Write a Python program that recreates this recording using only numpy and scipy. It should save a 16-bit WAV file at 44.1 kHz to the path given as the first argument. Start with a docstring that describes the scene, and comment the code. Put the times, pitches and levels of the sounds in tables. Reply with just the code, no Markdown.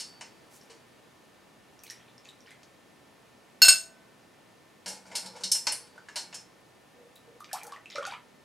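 """A small workshop: steel bolts are fished from a steel pan with tongs, rinsed in a tub of water and
dropped into a glass dish of oil. Knocks and stick-slip scraping sound the pan; the tongs' arms ring.
Hot steel sizzles; drips and a plunging bolt throw spray and ring air bubbles in the tub.
One bolt rings the glass loudly. A gas burner hisses faintly throughout."""
import sys
import numpy as np
from scipy import signal
from scipy.fft import rfft, irfft
from scipy.io import wavfile

SR = 44100
rng = np.random.default_rng(int(sys.argv[2]) if len(sys.argv) > 2 else 0)


def digitize_waveform(pressure):
    """Quantize a signal to 16-bit integers and store it at the path in sys.argv[1].

    Rows of a 2-D input are taken as channels; values are limited to [-1, 1].
    """
    field = np.atleast_2d(pressure).T
    bounded = np.clip(field, -1, 1)
    quanta = np.round(bounded * 32767).astype(np.int16)
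    wavfile.write(sys.argv[1], SR, quanta)


N = 372204
TIME = np.arange(N) / SR


def from_db(db):
    """Decibels to gain."""
    return 10 ** (np.asarray(db) / 20)


def unit_rms(x):
    """Scale to rms 1."""
    return x / np.sqrt(np.mean(x ** 2) + 1e-20)


def unit_energy(x):
    """Scale to energy 1."""
    return x / np.sqrt(np.sum(x ** 2) + 1e-20)


def at_hz(points, hz):
    """Interpolate (freq_hz, value) rows over log frequency."""
    freq_hz, value = np.transpose(points)
    return np.interp(np.log(hz + 1e-9), np.log(freq_hz), value)


def filtered(x, hz, kind, order=2):
    """Butterworth filter."""
    sos = signal.butter(order, np.clip(hz, 10, .47 * SR), kind, fs=SR, output="sos")
    return signal.sosfilt(sos, x + 1e-18)


def noise(spectrum, size=N):
    """Noise shaped by (freq_hz, level_db) rows, rms 1."""
    gain = from_db(at_hz(spectrum, np.fft.rfftfreq(size, 1 / SR)))
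    return unit_rms(irfft(rfft(rng.standard_normal(size)) * gain, size))


def resonant_noise(hz, width_hz):
    """Noise through one resonance twice, rms 1."""
    r = np.exp(-np.pi * width_hz / SR)
    section = [1 - r, 0, r - 1, 1, -2 * r * np.cos(2 * np.pi * hz / SR), r * r]
    return unit_rms(signal.sosfilt([section, section], rng.standard_normal(N + SR))[SR:])


def fade(t60_s):
    """One second of exponential decay."""
    return np.exp(-np.log(1000) * TIME[:SR] / t60_s)


def mode(hz, db, t60_s):
    """One second of a struck mode."""
    return from_db(db) * fade(t60_s) * np.sin(2 * np.pi * hz * TIME[:SR])


def through(x, response):
    """Convolve with an impulse response."""
    return signal.oaconvolve(x, response)[:N]


def add(track, start_s, sound):
    """Mix a sound in at start_s."""
    start = int(np.clip(round(start_s * SR), 0, N - 1))
    track[start:start + len(sound)] += sound[:N - start]


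def swell(start_s, hold_s, db, attack_s, release_s):
    """Gain of one movement: rise, hold, decay."""
    age_s = TIME - start_s
    release = np.exp(-np.clip((age_s - hold_s) / release_s, 0, 20))
    return from_db(db) * np.clip(age_s / attack_s, 0, 1) * release


def swells(rows, attack_s, release_s):
    """Summed gain of (start_s, hold_s, level_db) movements."""
    return sum(swell(*row, attack_s, release_s) for row in rows)


def chatter(decay_s, per_s):
    """A first contact, then dying random micro-contacts; energy 1."""
    size = SR // 4
    contacts = (rng.random(size) < per_s / SR) * rng.standard_normal(size)
    contacts[0] = 2
    return unit_energy(contacts * np.exp(-TIME[:size] / decay_s))


# Burner and room noise: freq_hz, density_db
AIR_SPECTRUM = [(15, -47.5), (25, -19.5), (53, -14.5), (105, -3.5), (137, -1.5), (236, 1), (624, -2.5),
                (988, -5), (1610, -10.5), (1740, -11.5), (2160, -14), (2350, -11), (3920, -15.5),
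                (11300, -25), (16000, -34)]
# Left-right likeness: freq_hz, correlation
AIR_CORRELATION = [(60, 0.83), (120, 0.62), (240, 0.49), (480, 0.48), (950, 0.36), (1890, 0.8),
                   (3770, 0.58), (7520, 0.92), (15000, 0.99)]
# Slow settling: time_s, gain_db
AIR_DRIFT = [(0, 1.5), (1.2, -0.5), (8.4, -1)]
# Steady whistles: pitch_hz, width_hz, level_db
WHISTLES = [(123, 3, -77.5), (241, 8, -82), (1880, 86, -83), (2040, 40, -78.5), (2230, 40, -80.5),
            (11080, 350, -85)]


def burner_air(level_db=-58.5):
    """Gas hiss and room rumble with a few thin whistles."""
    correlation = at_hz(AIR_CORRELATION, np.fft.rfftfreq(N, 1 / SR))
    mid = irfft(rfft(noise(AIR_SPECTRUM)) * np.sqrt(1 + correlation), N)
    side = irfft(rfft(noise(AIR_SPECTRUM)) * np.sqrt(1 - correlation), N)
    hiss = from_db(level_db) * (mid + side * [[1], [-1]]) / np.std(mid)
    drift = from_db(np.interp(TIME, *np.transpose(AIR_DRIFT)))
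    whistles = sum(from_db(db) * resonant_noise(hz, width_hz) for hz, width_hz, db in WHISTLES)
    return drift * hiss + whistles


def whine(centre_hz=1796, rms_db=-73, waver_hz=1.5):
    """A faint tone, slightly wavering in pitch."""
    pitch_hz = centre_hz + waver_hz * resonant_noise(hz=3.7, width_hz=8)
    return from_db(rms_db) * np.sqrt(2) * np.sin(2 * np.pi * np.cumsum(pitch_hz) / SR)


# Distinct pan modes: pitch_hz, level_db, t60_s
PAN_MODES = [(189.7, -22, 0.44), (440, -22, 0.1507), (478, -11.5, 1), (610.5, -46, 0.04), (940, -18, 0.07),
             (950, 0.5, 0.13), (1481, 1.5, 0.19), (2150, 12, 0.047), (2800, 15, 0.024), (2980, 7.5, .08),
             (4077, -42, 0.39), (4237, 3.5, 0.23), (4325, 13.5, 0.057), (4990, -31, 0.18), (4900, 8, 0.051),
             (5300, 10, 0.19), (5850, 2, 0.2), (6700, -40.5, 0.16), (7680, -7, 0.3), (8270, -27.5, 0.053),
             (8840, -22, 0.072), (9420, -30, 0.043), (9680, 9, 0.055)]
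# Crowd of close modes between them: freq_hz, density_db
PAN_CROWD = [(150, -10.5), (330, -7.5), (550, -1), (900, 6.5), (1250, -3), (1600, 3.5), (2300, -0.5),
             (3400, 1), (4700, 1.5), (6500, 2.5), (8500, 2), (11000, -10), (13000, -18.5), (16000, -24)]
# Tongs and bolts hit the pan: start_s, level_db, body_db, edge_db, chatter_s, grip_hz
KNOCKS = [(0.0, -31, -11.5, 5, 0.012, 4500), (0.2093, -35.5, 2, -6.5, 0.0058, 2230),
          (.699, -44, 0.5, -5, .018, 480), (4.86, -34, 6, 5, 0.0061, 5230),
          (4.878, -30.5, -12, 9.5, 0.024, 5300), (5.115, -44, 11.5, -3, 0.011, 2000),
          (5.153, -24.5, -9.5, 9.5, 0.014, 4640), (5.259, -38, -11, 7, .006, 4400),
          (5.362, -42, 3, 1, 0.016, 940), (5.436, -23.5, -20, 1, 0.0098, 4450),
          (5.516, -18.5, -25, 15, 0.0042, 5460), (5.55, -31.5, -1.5, 12, 0.0066, 7960),
          (5.669, -20, 2, 0, 0.0021, 4880), (5.721, -29, -3, 12, .005, 10070),
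          (6.086, -45, 6.5, -9, .002, 2190), (6.158, -26.5, 0.5, 7, 0.019, 4530),
          (6.327, -40, 4.5, -20, .005, 2460), (6.343, -35, -6.5, 6, .008, 5930)]


def pan_knocks(crowd_t60_s=0.071, crowd_db=21, modes_db=15, grip_db=7, grip_oct=0.25, vary_db=3):
    """Each hit wakes its own mix of pan modes, boosted at the pitch of the gripped steel."""
    out = np.zeros(N)
    hz = np.fft.rfftfreq(SR, 1 / SR) + 1
    rings = np.array([(-1) ** k * mode(*row) for k, row in enumerate(PAN_MODES)])
    for start_s, db, body_db, edge_db, chatter_s, grip_hz in KNOCKS:
        # Chatter keeps feeding the crowd, so it holds before it dies.
        power = signal.oaconvolve(chatter(chatter_s, per_s=7500) ** 2, fade(crowd_t60_s) ** 2)[:SR]
        crowd = unit_energy(noise(PAN_CROWD, size=SR) * np.sqrt(np.abs(power)))
        modes = unit_energy(from_db(vary_db * rng.standard_normal(len(rings))) @ rings)
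        steel = from_db(crowd_db) * crowd + from_db(modes_db) * modes
        colour_db = at_hz([(900, body_db), (4500, 0), (6500, 0), (11000, edge_db)], hz)
        colour_db += grip_db * np.exp(-.5 * (np.log2(hz / grip_hz) / grip_oct) ** 2)
        clank = irfft(rfft(steel) * from_db(colour_db), SR)[:SR * 3 // 4]
        add(out, start_s, from_db(db) * clank)
    return out


# Arm modes: pitch_hz, level_db, t60_s
TONG_MODES = [(4555, 0, .9), (4612, -8, .5)]
# Louder rings of the arms, already ringing as the scene opens: start_s, level_db
TONG_RINGS = [(0, -15.5), (.699, -35), (5.669, -27)]


def tongs(knock_gain_db=-9):
    """The springy arms ring faintly with each knock, and louder a few times."""
    out = np.zeros(N)
    ring = unit_energy(sum(mode(*row) for row in TONG_MODES))
    knocks = [(start_s, db + knock_gain_db) for start_s, db, *_ in KNOCKS]
    for start_s, db in knocks + TONG_RINGS:
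        add(out, start_s, from_db(db) * ring)
    return out


# Spurts on the lifted bolt: start_s, hold_s, level_db
SIZZLES = [(.49, 0.081, -53), (.61, 0.036, -60)]


def sizzle(gain_db=-5.5, pops_per_s=4000, band_hz=(4500, 12500)):
    """Water boils off hot steel in tiny bright pops."""
    pops = (rng.random(N) < pops_per_s / SR) * rng.standard_normal(N)
    spurts = swells(SIZZLES, attack_s=0.044, release_s=0.015)
    return from_db(gain_db) * spurts * unit_rms(filtered(pops, band_hz, "band"))


def bubble(start_hz, t60_s, rise_oct_per_s, attack_s):
    """An air pocket rings, rising in pitch as it nears the surface."""
    age_s = TIME[:SR]
    pitch_hz = start_hz * 2 ** (rise_oct_per_s * np.minimum(age_s, t60_s))
    envelope = fade(t60_s) * (1 - np.exp(-age_s / attack_s))
    return envelope * np.sin(2 * np.pi * np.cumsum(pitch_hz) / SR)


def spray(decay_s, band_hz):
    """Struck water throws a burst of tiny ticks; energy 1."""
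    return unit_energy(filtered(chatter(decay_s, per_s=3600), band_hz, "band", order=3))


# Drops into the tub: start_s, level_db, pitch_hz
DRIPS = [(.613, -40.5, 5460), (1.792, -40, 5670), (1.838, -42, 2520), (1.879, -39, 4080), (1.9, -24, 5550),
         (1.905, -35, 1860), (2.18, -39, 5300), (2.255, -41, 2580), (2.289, -34, 3810), (2.406, -41, 5640),
         (2.514, -39, 1995), (2.632, -46, 5230), (5.979, -36, 1470), (6.086, -32.5, 1660),
         (7.161, -41, 3850), (7.406, -32.5, 1194), (7.514, -33.5, 1680), (7.614, -35.5, 2340),
         (7.633, -40, 794), (7.675, -38.5, 800), (7.723, -29, 1090), (7.762, -34.5, 1906),
         (7.858, -31, 2620), (7.952, -34, 559), (7.961, -25.5, 1230), (7.981, -24.5, 520),
         (7.983, -24, 1360), (8.026, -26.5, 1150), (8.052, -25, 1390), (8.073, -31.5, 763),
         (8.123, -27.5, 940)]


def drips(bubble_db=-1, tick_db=-3.5, t60_cycles=46, attack_cycles=0.46):
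    """Each drop ticks on the surface and rings a bubble; large bubbles ring longer."""
    out = np.zeros(N)
    for start_s, db, hz in DRIPS:
        ring = bubble(hz, t60_cycles / hz, rise_oct_per_s=7.2, attack_s=attack_cycles / hz)
        tick = spray(decay_s=0.0055, band_hz=(2800, 8800))
        add(out, start_s, from_db(db + bubble_db) * ring)
        add(out, start_s, from_db(db + tick_db) * tick)
    return out


# Furniture resonances: start_s, level_db, pitch_hz, t60_s
THUDS = [(.698, -51.5, 457, 0.32), (3.618, -51.5, 117, 0.1), (3.6816, -50.5, 122, 0.13),
         (4.866, -51, 191.5, 0.93), (5.152, -65, 189, 0.38)]


def thuds():
    """Blows reaching the bench or burner stand ring one low mode each."""
    out = np.zeros(N)
    for start_s, db, hz, t60_s in THUDS:
        add(out, start_s, mode(hz, db, t60_s))
    return out


# Slaps on the water: start_s, level_db, centre_hz
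SLAPS = [(1.836, -36, 9000), (1.868, -45, 7800), (1.907, -34, 6400), (2.255, -45, 3480), (2.287, -51, 6950),
         (2.507, -45.5, 6000), (2.632, -45, 4000), (7.157, -43, 11000), (7.404, -44, 7500),
         (7.444, -36.5, 3340), (7.722, -39.5, 5030), (7.6336, -34, 8300), (7.668, -36.5, 7000),
         (7.957, -26, 3100), (8.052, -30, 3700), (8.067, -31, 5800)]


def slaps(gain_db=14, width_oct=1.7):
    """Tongs and bolt slap the water, throwing short bursts of spray."""
    out = np.zeros(N)
    edge_ratio = 2 ** (width_oct / 2)
    for start_s, db, hz in SLAPS:
        burst = spray(decay_s=0.0047, band_hz=(hz / edge_ratio, hz * edge_ratio))
        add(out, start_s, from_db(db + gain_db) * burst)
    return out


# Tongs stir the tub: start_s, hold_s, level_db, median_hz
STIRS = [(1.852, 0.073, -52, 3700), (1.951, 0.14, -60, 2970), (2.241, 0.043, -55, 3450),
         (2.455, 0.065, -52.5, 2800), (7.48, 0.12, -50, 2350), (7.61, 0.16, -50.5, 1390),
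         (7.891, 0.061, -43.5, 3070), (7.981, 0.16, -44, 2006)]


def churn(gain_db=-6, bubbles_per_s=330, spread_oct=0.55, t60_cycles=28, vary_db=4, glide=0.037):
    """Stirring raises tiny bubbles of scattered size, each gliding slightly upward."""
    out = np.zeros(N)
    for start_s, hold_s, db, median_hz in STIRS:
        stir = swell(start_s, hold_s, db, attack_s=0.011, release_s=0.028)
        births = np.flatnonzero((rng.random(N) < bubbles_per_s / SR) & (stir > from_db(-80)))
        for birth in births:
            strength, detune = rng.standard_normal(2)
            hz = np.clip(median_hz * 2 ** (spread_oct * detune), 400, 12000)
            life = np.arange(int(t60_cycles * SR / hz)) * hz / (t60_cycles * SR)  # 0 to 1
            phase = 2 * np.pi * t60_cycles * life * (1 + glide * life)
            pop = unit_energy(np.sin(phase) * np.exp(-np.log(1000) * life))
            add(out, birth / SR, stir[birth] * from_db(vary_db * np.clip(strength, -2, 2)) * pop)
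    return from_db(gain_db) * np.sqrt(SR / bubbles_per_s) * out


# Dish modes, by where it is struck: pitch_hz, floor_db, wall_db, t60_s
GLASS_MODES = [(662, -50, -48, 1.5), (1516.5, -21, -22, .17), (1520, -41, -39, 1.2), (1549, -30, -30, .14),
               (2200, -42, -34, .1), (2655, -24.5, -23, .33), (2753, -17, -22.5, .14),
               (4090, -27, -38, .04), (4211, -16, -27, .14), (4347, -15, -26, .15), (4377.5, -12, -21, .18),
               (4493, -21, -34, .12), (5249, -20, -14, .15), (5274, -11, -16, .1), (5720, -36, -29, .09),
               (6706, -18, -15, .11), (6750, -21, -19, .15), (6820, -21, -22, .13), (7714, -32, -32, .2),
               (8275, -29, -22, .18), (8406, -27, -19, .11), (8465.5, -25, -14, .17), (9240, -32, -26, .16),
               (10110, -33, -26, .12), (10485, -34, -28, .16), (11570, -40, -30, .15),
               (12090, -40, -32, .15), (12543, -28, -38, .16), (13018, -29, -36, .14),
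               (13450, -25, -27, .11), (14219, -17, -28, .15)]
# Bolt hits the dish: start_s, level_db, place (0 floor, 1 wall), damping_db (sign ignored)
GLASS_HITS = [(3.6185, 1.5, 0, -3), (3.6485, -3.5, 0.39, -2), (3.6825, 3.5, 0.91, 6.5),
              (3.697, -14.5, 1, 3), (3.7325, -24, 1, 10.5)]


def glass_dish(ring_db=0.52, clack_db=-18, clack_t60_s=0.16):
    """Each hit of the bolt damps the old ring and starts a new one over a broad clack."""
    out = np.zeros(N)
    clack_noise = noise([(30, -37), (100, -23), (400, -20.5), (900, -13.5), (1800, -6.5), (3500, -3.5),
                         (4300, 9.5), (5800, -5), (8500, 0.5), (11000, -12.5), (14200, -14.5),
                         (15000, -32)])
    for k, (start_s, db, place, damping_db) in enumerate(GLASS_HITS):
        out[round(start_s * SR):] *= from_db(-abs(damping_db))
        ring = sum((-1) ** j * mode(hz, floor_db + place * (wall_db - floor_db), t60_s)
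                   for j, (hz, floor_db, wall_db, t60_s) in enumerate(GLASS_MODES))
        clack = clack_noise[k * SR:(k + 1) * SR] * fade(clack_t60_s)
        add(out, start_s, from_db(db + ring_db) * ring + from_db(db + clack_db) * clack)
    return out


def stick_slip(per_s, t60_s):
    """Gain of random slips, each dying quickly; rms 1."""
    slips = (rng.random(N) < per_s / SR) * rng.exponential(1, N)
    return unit_rms(np.sqrt(np.abs(through(slips, fade(t60_s)))))


# Scraped pan resonances: pitch_hz, width_hz, level_db
SCRAPE_MODES = [(185.7, 12.4, -9), (478, 66, -2), (605, 120, -13), (883, 190, -4), (1450, 200, -11.5),
                (2210, 210, -12), (4600, 1700, -10)]
# Strokes of the tongs: start_s, hold_s, level_db
STROKES = [(4.855, 0.05, -50.5), (5.03, 0.13, -56), (5.14, 0.087, -48.5), (5.34, 0.11, -53),
           (5.76, 0.22, -62.5), (6.1, 0.28, -64.5)]


def pan_scrapes(rattle_db=-6):
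    """Tongs stick and slip over the pan's bottom; the loose bolt rattles along."""
    slips = stick_slip(per_s=130, t60_s=0.034)
    pan = sum(from_db(db) * resonant_noise(hz, width_hz) for hz, width_hz, db in SCRAPE_MODES)
    rattle = stick_slip(per_s=55, t60_s=0.07) * noise(PAN_CROWD)
    strokes = swells(STROKES, attack_s=0.019, release_s=0.078)
    return strokes * (slips * pan + from_db(rattle_db) * rattle)


# Waves against the tub wall: start_s, hold_s, level_db
WAVES = [(6.94, 0.12, -54.5), (7.25, 0.049, -50), (7.63, 0.039, -53)]


def slosh(gain_db=-3):
    """Waves wake the tub's hollow note."""
    waves = swells(WAVES, attack_s=0.025, release_s=0.054)
    return from_db(gain_db) * waves * resonant_noise(hz=468, width_hz=85)


def plunge(start_s=7.531, splash_db=-7, cavity_db=-22.5):
    """A bolt splashes into the tub; the cavity behind it closes with a rising bloop."""
    out = np.zeros(N)
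    splash = spray(decay_s=0.0058, band_hz=(3700, 12000))
    bloop = bubble(start_hz=645, t60_s=0.092, rise_oct_per_s=35, attack_s=0.0058)
    add(out, start_s, from_db(splash_db) * splash)
    add(out, start_s, from_db(cavity_db) * bloop)
    return out


# Bench and wall reflections: delay_ms, level_db
ECHOES = [(1.3, -15), (3.4, -14), (6.1, -18), (10.4, -12), (14.9, -20)]


def workshop(x, tail_db, t60_s, side_db, build_s=0.004, tail_top_hz=13000, gain_db=-2):
    """Early echoes and a short diffuse tail, nearly alike left and right."""
    def tail():
        decay = filtered(rng.standard_normal(SR), tail_top_hz, "low", order=1) * fade(t60_s)
        return unit_energy(decay * (1 - np.exp(-TIME[:SR] / build_s)))
    response = from_db(tail_db) * tail()
    response[0] += 1  # direct sound
    for delay_ms, db in ECHOES:
        response[round(delay_ms * SR / 1000)] += from_db(db)
    side = from_db(side_db) * through(x, tail())
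    return from_db(gain_db) * (through(x, response) + side * [[1], [-1]])


def scene():
    """Pan, dish and tub, each with its own reverb, over the burner's hiss."""
    pan = filtered(pan_knocks() + pan_scrapes(), hz=13000, kind="low", order=3)
    pan = workshop(pan, tail_db=-4.5, t60_s=0.28, side_db=-17.5)
    dish = filtered(glass_dish(), hz=14600, kind="low", order=8)
    dish = workshop(dish, tail_db=-6.5, t60_s=0.27, side_db=-18)
    tub = drips() + slaps() + plunge() + slosh() + churn() + sizzle()
    tub = workshop(tub, tail_db=-4, t60_s=0.22, side_db=-20)
    # Small bodies radiate almost no bass.
    pan_and_tub = filtered(pan + tub, hz=105, kind="high", order=3)
    return pan_and_tub + dish + tongs() + thuds() + burner_air() + whine()


def record(dry):
    """Clip the loudest peaks, then cut the top steeply."""
    ceiling, cutoff_hz = 0.92, 15900
    lowpass = signal.ellip(10, .2, 80, cutoff_hz, fs=SR, output="sos")
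    return signal.sosfilt(lowpass, np.clip(dry, -ceiling, ceiling))


dry = scene()
out = record(dry)
digitize_waveform(out)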